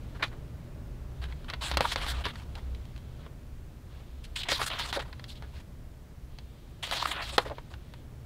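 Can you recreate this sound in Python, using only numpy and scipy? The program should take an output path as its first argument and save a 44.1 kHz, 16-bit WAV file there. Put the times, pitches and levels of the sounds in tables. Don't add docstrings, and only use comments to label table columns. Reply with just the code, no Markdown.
import sys
import numpy as np
from scipy import signal
from scipy.fft import rfft, irfft
from scipy.io import wavfile
from scipy.ndimage import uniform_filter1d

SR = 44100
rng = np.random.default_rng(int(sys.argv[2]) if len(sys.argv) > 2 else 0)


def write(x):
    x = np.atleast_2d(x).T
    wavfile.write(sys.argv[1], SR, np.round(np.clip(x, -1, 1) * 32767).astype(np.int16))

N = 363825
TIME_S = np.arange(N) / SR

# f/Hz, relative density/dB
ROOM_SPECTRUM = [(12, -39), (20, -0.5), (63, -7.5), (79, -17), (93, -13), (123, -8.5), (210, -25),
                 (241, -19.5), (270, -25.5), (347, -27), (513, -33), (607, -29.5), (678, -37), (10500, -49),
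                 (16000, -48)]
# f/Hz, bandwidth/Hz, level before drift/dB
HUM_LINES = [(65, 11.9, -49.5), (122.6, 19, -60)]
# t/s, bass gain/dB, low-middle gain/dB
RUMBLE_DRIFT = [(0, 6.5, 9), (.7, 2.5, 11.5), (1.4, 5.5, 7.5), (2.6, 7, 6), (3.2, 2, 8), (3.8, 2.5, 3.5),
                (5.4, 4, 6), (6, 1, 3), (8.25, 1.5, 6.5)]
# middle t/s, half-length/s, f/Hz, level before tone/noise mix/dB
BASS_SWELLS = [(.96, .35, 45, -38.5), (1.23, .3, 62.75, -35.5), (1.75, .14, 66.8, -29.5),
               (2.02, .2, 44.6, -37), (2.16, .2, 60.9, -30), (2.71, .3, 62.5, -35)]
# start t/s, end t/s, level/dB
HAND_MOVES = [(0, .25, -69), (1.15, 1.61, -67.5), (2.3, 3.27, -69), (3.89, 4.4, -68.5), (5.0, 5.61, -67),
              (6.29, 6.85, -70), (7.5, 8.033, -68.5)]
# middle t/s, half-length/s, f/Hz, level/dB
THUMB_HISSES = [(1.665, 0.071, 7800, -45), (4.39, 0.05, 7760, -51.5), (5.308, 0.053, 4400, -52.5),
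                (6.87, 0.051, 7900, -57)]
# middle t/s, half-length/s, f/Hz, level before tone/noise mix/dB
SHEET_FLAPS = [(1.853, 0.022, 942, -23), (4.6, 0.022, 987, -28), (4.975, 0.026, 571, -27),
               (5.0, 0.015, 897, -33.5), (7.028, .006, 1040, -21.5), (7.058, .006, 1250, -18.5),
               (7.335, .03, 550, -42.5), (7.465, 0.019, 524, -30.5), (7.517, 0.031, 581, -32.5)]
# f/Hz, relative density/dB
PAPER_SPECTRUM = [(180, -36), (300, -4.5), (462, -9), (656, -0.5), (870, -2.5), (1040, -1), (1320, -4),
                  (1530, -4), (2610, -6), (3290, -2), (4230, -4.5), (6100, -17.5), (8090, -17.5),
                  (10600, -22), (16000, -31)]
# f before scatter/Hz, relative level before scatter/dB, t60 before cap and shortening/s
SHEET_MODES = [(510, -2.5, 0.026), (764, -25, 0.092), (964, -10, 0.055), (1750, -20, 0.0088),
               (2084, -2.5, 0.0053), (2930, -41, 0.016), (3370, -20, 0.013), (4250, -9, 0.033),
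               (4460, -60, 0.03)]
# t/s, presence peak/dB, low middle (weight)/dB, body (thud)/dB, last two re presence peak
PAGE_SNAPS = [(0.2268, -25.5, -4, -35), (0.2358, -26, -8, -28), (.2734, -47, -26, -20),
              (0.28, -45, -26, -17), (1.2397, -34.5, -13, -31), (1.286, -53, -5, -14),
              (1.3236, -47.5, -1.5, -16), (1.444, -47.5, -9, -13), (1.5, -25, -18, -37),
              (1.5357, -30, -8, -36), (1.714, -23, -17, -14), (1.771, -16, -16, -12.5),
              (1.807, -18, -13.5, -6), (1.959, -21.5, -13, -12.5), (2.065, -29, -15, -16),
              (2.2541, -24, -13.5, -16), (2.2631, -34, -4, -5.5), (2.356, -42, -6.5, -19),
              (2.5534, -32.5, -33, -27), (2.748, -40, -24, -28), (2.8538, -46, -28, -12),
              (2.9622, -44.5, -14, -22), (2.978, -43.5, -21, -22), (3.2632, -53.5, 0, 3),
              (4.2518, -43, -24, -34), (4.5198, -24.5, -22, -6.5), (4.615, -27.5, -2, -10),
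              (4.701, -30.5, -10.5, -19), (4.9275, -23, -14, -15.5), (5.128, -41, -7.5, -18),
              (5.1954, -44.5, -6, -14), (5.241, -33, -21, -28), (5.4231, -43.5, -11, -9),
              (6.386, -36, -24, -19.5), (6.875, -34, -18, -14), (6.9116, -20, -20, -20.5),
              (7.3803, -15, -7, -6), (7.4979, -42.5, -9, -3), (7.5826, -49, 3, 5),
              (7.7382, -44.5, -4.5, -20), (7.9376, -40.5, -13, -16)]
# t/s, length/s, presence level before fade/dB,
# body (weight)/dB, air (speed)/dB, last two re presence
PAPER_STROKES = [(0.147, 0.025, -61, 6, -9), (.195, 0.023, -62.5, 13, -12),
                 (0.223, 0.032, -33.5, -5.5, -20), (0.248, .025, -64, -3, -1),
                 (0.314, 0.033, -68, 13.5, -11), (1.215, 0.043, -50.5, -3.5, -13),
                 (1.294, .025, -57.5, 0, -13), (1.481, 0.027, -39, -11, -26), (1.528, 0.014, -55, 5, -21),
                 (1.608, 0.1, -37, -11.5, -10), (1.704, 0.026, -45.5, -5, -10),
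                 (1.737, 0.012, -39.5, -4, -10), (1.783, 0.047, -56.5, 13, -16),
                 (1.807, 0.128, -42, -12.5, -7), (1.916, 0.018, -30.5, -11, -11.5),
                 (1.966, 0.047, -42.5, -6, -13), (2.01, .065, -41.5, -4.5, -10.5),
                 (2.072, 0.049, -38.5, -6, -5), (2.121, 0.1, -48, -2, -12), (2.239, .04, -29.5, -16.5, -21),
                 (2.28, 0.029, -45.5, -7, -15), (2.33, 0.099, -61, 3.5, -5), (2.548, 0.045, -62.5, 8, -3),
                 (3.183, 0.095, -66, 2, -13), (3.897, 0.13, -70, -1, -10), (4.239, 0.017, -53, -21, -6),
                 (4.356, 0.065, -33.5, -23, -14), (4.433, 0.0065, -30, -30, -14.5),
                 (4.45, 0.064, -49.5, -2.5, -18), (4.486, .011, -25, -2.5, -9),
                 (4.495, 0.087, -31.5, -14.5, -7), (4.59, 0.06, -41.5, -7, -2.5),
                 (4.661, 0.021, -35.5, -10, 0.5), (4.694, 0.12, -39.5, -8, -20),
                 (4.784, 0.083, -34, -11.5, -12), (4.853, 0.059, -48.5, -7, -5.5),
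                 (4.926, 0.031, -32.5, -8.5, -11.5), (4.959, .012, -44, 3, -9),
                 (4.992, .015, -39, -2.5, -15.5), (5.016, 0.012, -52.5, 8, -5),
                 (5.046, 0.053, -68, 9.5, -1), (5.279, 0.047, -51, -24, -8.5),
                 (5.353, .027, -56.5, -27, -11), (5.42, 0.028, -69.5, 12, -12), (5.535, 0.073, -63, 4, -3),
                 (6.826, 0.045, -31, -18.5, -14.5), (6.881, 0.025, -43, -11, -13),
                 (6.917, 0.11, -33.5, -9, -10.5), (7.013, 0.11, -45, -3.5, -3.5),
                 (7.112, 0.029, -22.5, -23, -24.5), (7.131, 0.1, -40.5, -4.5, -20),
                 (7.211, 0.1, -43, -11, -10.5), (7.318, 0.047, -49, -7, -1.5),
                 (7.391, 0.042, -52.5, -1.5, -1.5), (7.448, .034, -57, 10.5, -4),
                 (7.545, 0.05, -59, -12, -16), (7.702, 0.043, -62.5, 1, -6)]
BAND_EDGES_HZ = (1000, 2300, 5500)

ROOM_LEVEL_DB = -50
MOVE_EDGE_S = 0.05
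SNAP_AIR_DB, SNAP_AIR_PER_DB, SNAP_AIR_T60_S = -39.5, -0.33, 0.064
SNAP_HARD_DB, SNAP_SHORTER_PER_DB, SNAP_CRACK_PER_DB = -25.5, 0.14, 1.22
SNAP_LEAD_S = 0.003
STROKE_LOW_DB, STROKE_LOW_PER_DB = 3, 0.69
STROKE_FADE_DB, STROKE_FIRM_DB, STROKE_FADE_PER_DB = -1.5, -41.5, 0.86
STROKE_ATTACK_SHARE, STROKE_RELEASE_S = 0.083, 0.0064
TOP_HZ = 15650


def undb(db):
    return 10 ** (np.asarray(db) / 20)


def unit(x):
    return x / np.sqrt(np.mean(x ** 2))


def tint(x, points):
    hz, db = np.transpose(points)
    f_hz = np.maximum(np.fft.rfftfreq(len(x), 1 / SR), 1)
    gain = undb(np.interp(np.log(f_hz), np.log(hz), db))
    return irfft(rfft(x) * gain, len(x))


def lowpass(x, order, hz):
    return signal.sosfiltfilt(signal.butter(order, hz, fs=SR, output="sos"), x)


def bands(x):
    below = [lowpass(x, 3, hz) for hz in BAND_EDGES_HZ]
    return below[0], below[1] - below[0], below[2] - below[1], x - below[2]


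def ring(x, hz, width_hz):
    return signal.lfilter(*signal.iirpeak(hz, hz / width_hz, SR), x)


def walk(rate_hz):
    hold = int(SR / rate_hz)
    steps = np.repeat(rng.standard_normal(N // hold + 1), hold)
    slewed = uniform_filter1d(uniform_filter1d(steps, hold), hold)
    return unit(slewed[:N])


def add(into, start_s, sound):
    i = int(start_s * SR)
    into[i:i + len(sound)] += sound[:len(into) - i]


def bursts(table, tone, width, glide):
    out = np.zeros(N)
    for middle_s, half_s, hz, db in table:
        u = np.linspace(-1, 1, int(2 * half_s * SR))
        phase = 2 * np.pi * np.cumsum(hz * (1 - glide * u)) / SR
        note = np.sqrt(2) * np.sin(phase)
        once = ring(rng.standard_normal(len(u)), hz, hz * width)
        noise = unit(ring(once, hz, hz * width))
        envelope = undb(db) * np.exp(-6 * u ** 2)
        add(out, middle_s - half_s, envelope * (tone * note + (1 - tone) * noise))
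    return out


def room():
    t_s, bass_db, low_db = np.transpose(RUMBLE_DRIFT)
    noise = unit(tint(rng.standard_normal(N), ROOM_SPECTRUM)) * undb(ROOM_LEVEL_DB)
    bass = lowpass(noise, 2, 110)
    low = lowpass(noise, 1, 1800) - bass
    hiss = noise - bass - low
    hum = sum(undb(db) * unit(ring(rng.standard_normal(N), hz, width_hz)) for hz, width_hz, db in HUM_LINES)
    bass_gain = undb(np.interp(TIME_S, t_s, bass_db))
    low_gain = undb(np.interp(TIME_S, t_s, low_db))
    return (bass + hum) * bass_gain + low * low_gain + hiss


def swells():
    return bursts(BASS_SWELLS, tone=0.73, width=0.55, glide=0.046)


def sleeves():
    gate = sum(undb(db) * ((TIME_S > start_s) & (TIME_S < end_s)) for start_s, end_s, db in HAND_MOVES)
    gain = uniform_filter1d(gate, int(MOVE_EDGE_S * SR), mode="nearest")
    brush = ring(tint(rng.standard_normal(N), PAPER_SPECTRUM), 3300, 2800)
    return unit(brush) * gain * undb(0.32 * walk(21))


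def thumb():
    return bursts(THUMB_HISSES, tone=0, width=0.3, glide=0)


def flaps():
    return bursts(SHEET_FLAPS, tone=0.45, width=1.0, glide=0.11)


def snaps():
    out = np.zeros(N)
    t = np.arange(int(0.12 * SR)) / SR - SNAP_LEAD_S
    after = np.maximum(t - 0.0005, 0)
    hz, mode_db, t60_s = np.transpose(SHEET_MODES)[:, :, None]
    for start_s, peak_db, weight_db, thud_db in PAGE_SNAPS:
        level_chance, pitch_chance = rng.standard_normal((2, len(SHEET_MODES), 1))
        damp_db = -60 * after * undb(SNAP_SHORTER_PER_DB * max(SNAP_HARD_DB - peak_db, 0))
        mode_gain = undb(mode_db + 0.97 * level_chance)
        modes = mode_gain * np.sin(2 * np.pi * hz * (1 + 0.053 * pitch_chance) * after)
        ringing = (modes * undb(damp_db / np.minimum(t60_s, 0.08))).sum(axis=0)

        trail = unit(tint(rng.standard_normal(len(t)), PAPER_SPECTRUM))
        trail = trail * undb(damp_db / 0.04) * (1 - np.exp(-after / 0.00019))
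        spike = -np.exp(-np.abs(t - 0.0007) / 0.00007) * undb(-1.3 * max(weight_db + 14, 0))

        mix = undb(-4) * ringing + undb(-4.5) * trail + undb(12.5) * spike
        body, low, presence, air = bands(mix)
        air = air * undb(damp_db / SNAP_AIR_T60_S)
        crack_db = SNAP_CRACK_PER_DB * max(peak_db - SNAP_HARD_DB, 0)
        air_db = SNAP_AIR_DB + SNAP_AIR_PER_DB * peak_db + crack_db
        sound = presence / np.abs(presence).max()
        near = np.abs(t - 0.003) < 0.005
        for band, db in ((body, thud_db), (low, weight_db), (air, air_db)):
            sound = sound + undb(db) * band / np.sqrt(np.mean(band[near] ** 2))
        add(out, start_s - SNAP_LEAD_S, undb(peak_db) * sound)
    return out


def friction(grit_db, slip_db, patch_db):
    slips = rng.standard_normal(N) * undb(grit_db * np.minimum(rng.exponential(size=N), 5))
    slips = slips * (1 + undb(11) * (rng.random(N) < 300 / SR))
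    spectrum = rfft(tint(slips, PAPER_SPECTRUM))
    octave = np.log2(np.maximum(np.fft.rfftfreq(N, 1 / SR), 1))
    sheet, step_octaves = 0, 0.4
    for centre in np.arange(7, 14.6, step_octaves):
        share = np.maximum(1 - np.abs(octave - centre) / step_octaves, 0)
        sheet = sheet + irfft(spectrum * share, N) * undb(patch_db * walk(45))
    gripped = sheet * undb(slip_db * walk(150))
    return [unit(band) for band in bands(gripped)]


def strokes():
    power = np.zeros((5, N))
    for start_s, length_s, db, weight_db, speed_db in PAPER_STROKES:
        t = np.arange(int((length_s + 8 * STROKE_RELEASE_S) * SR)) / SR
        fade_db = STROKE_FADE_DB - STROKE_FADE_PER_DB * max(db - STROKE_FIRM_DB, 0)
        attack = 1 - np.exp(-t / (STROKE_ATTACK_SHARE * length_s))
        release = np.exp(-np.maximum(t - length_s, 0) / STROKE_RELEASE_S)
        shape = undb(db + fade_db * np.minimum(t / length_s, 1)) * attack * release

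        low_db = STROKE_LOW_DB + STROKE_LOW_PER_DB * weight_db
        edge_db = np.clip(1.3 * (speed_db + 11), -20, 2)
        for row, share_db in zip(power, (weight_db, low_db, 0, edge_db, speed_db)):
            add(row, start_s, (shape * undb(share_db)) ** 2)
    power = uniform_filter1d(power, int(0.003 * SR))
    gains = np.sqrt(np.maximum(power, 0))

    body, low, presence, air = friction(grit_db=1.5, slip_db=1.5, patch_db=3.0)
    under = lowpass(presence, 6, 3900)
    edge = presence - under
    return sum(gain * band for gain, band in zip(gains, (body, low, under, edge, air)))


def reflections(paper):
    t = np.arange(int(0.3 * SR)) / SR
    tail = ring(rng.standard_normal(len(t)), 540, 3400) * undb(-60 * t / 0.12) * (t > 0.004)
    tail = tail / np.sqrt(np.sum(tail ** 2))
    return undb(-20) * signal.fftconvolve(paper, tail)[:N]


def scene():
    background = room() + swells() + sleeves()
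    paper = thumb() + flaps() + snaps() + strokes()
    return (background + paper + reflections(paper))[None]


def record(dry):
    return signal.sosfilt(signal.ellip(10, 0.2, 70, TOP_HZ, fs=SR, output="sos"), dry)


dry = scene()
out = record(dry)
write(out)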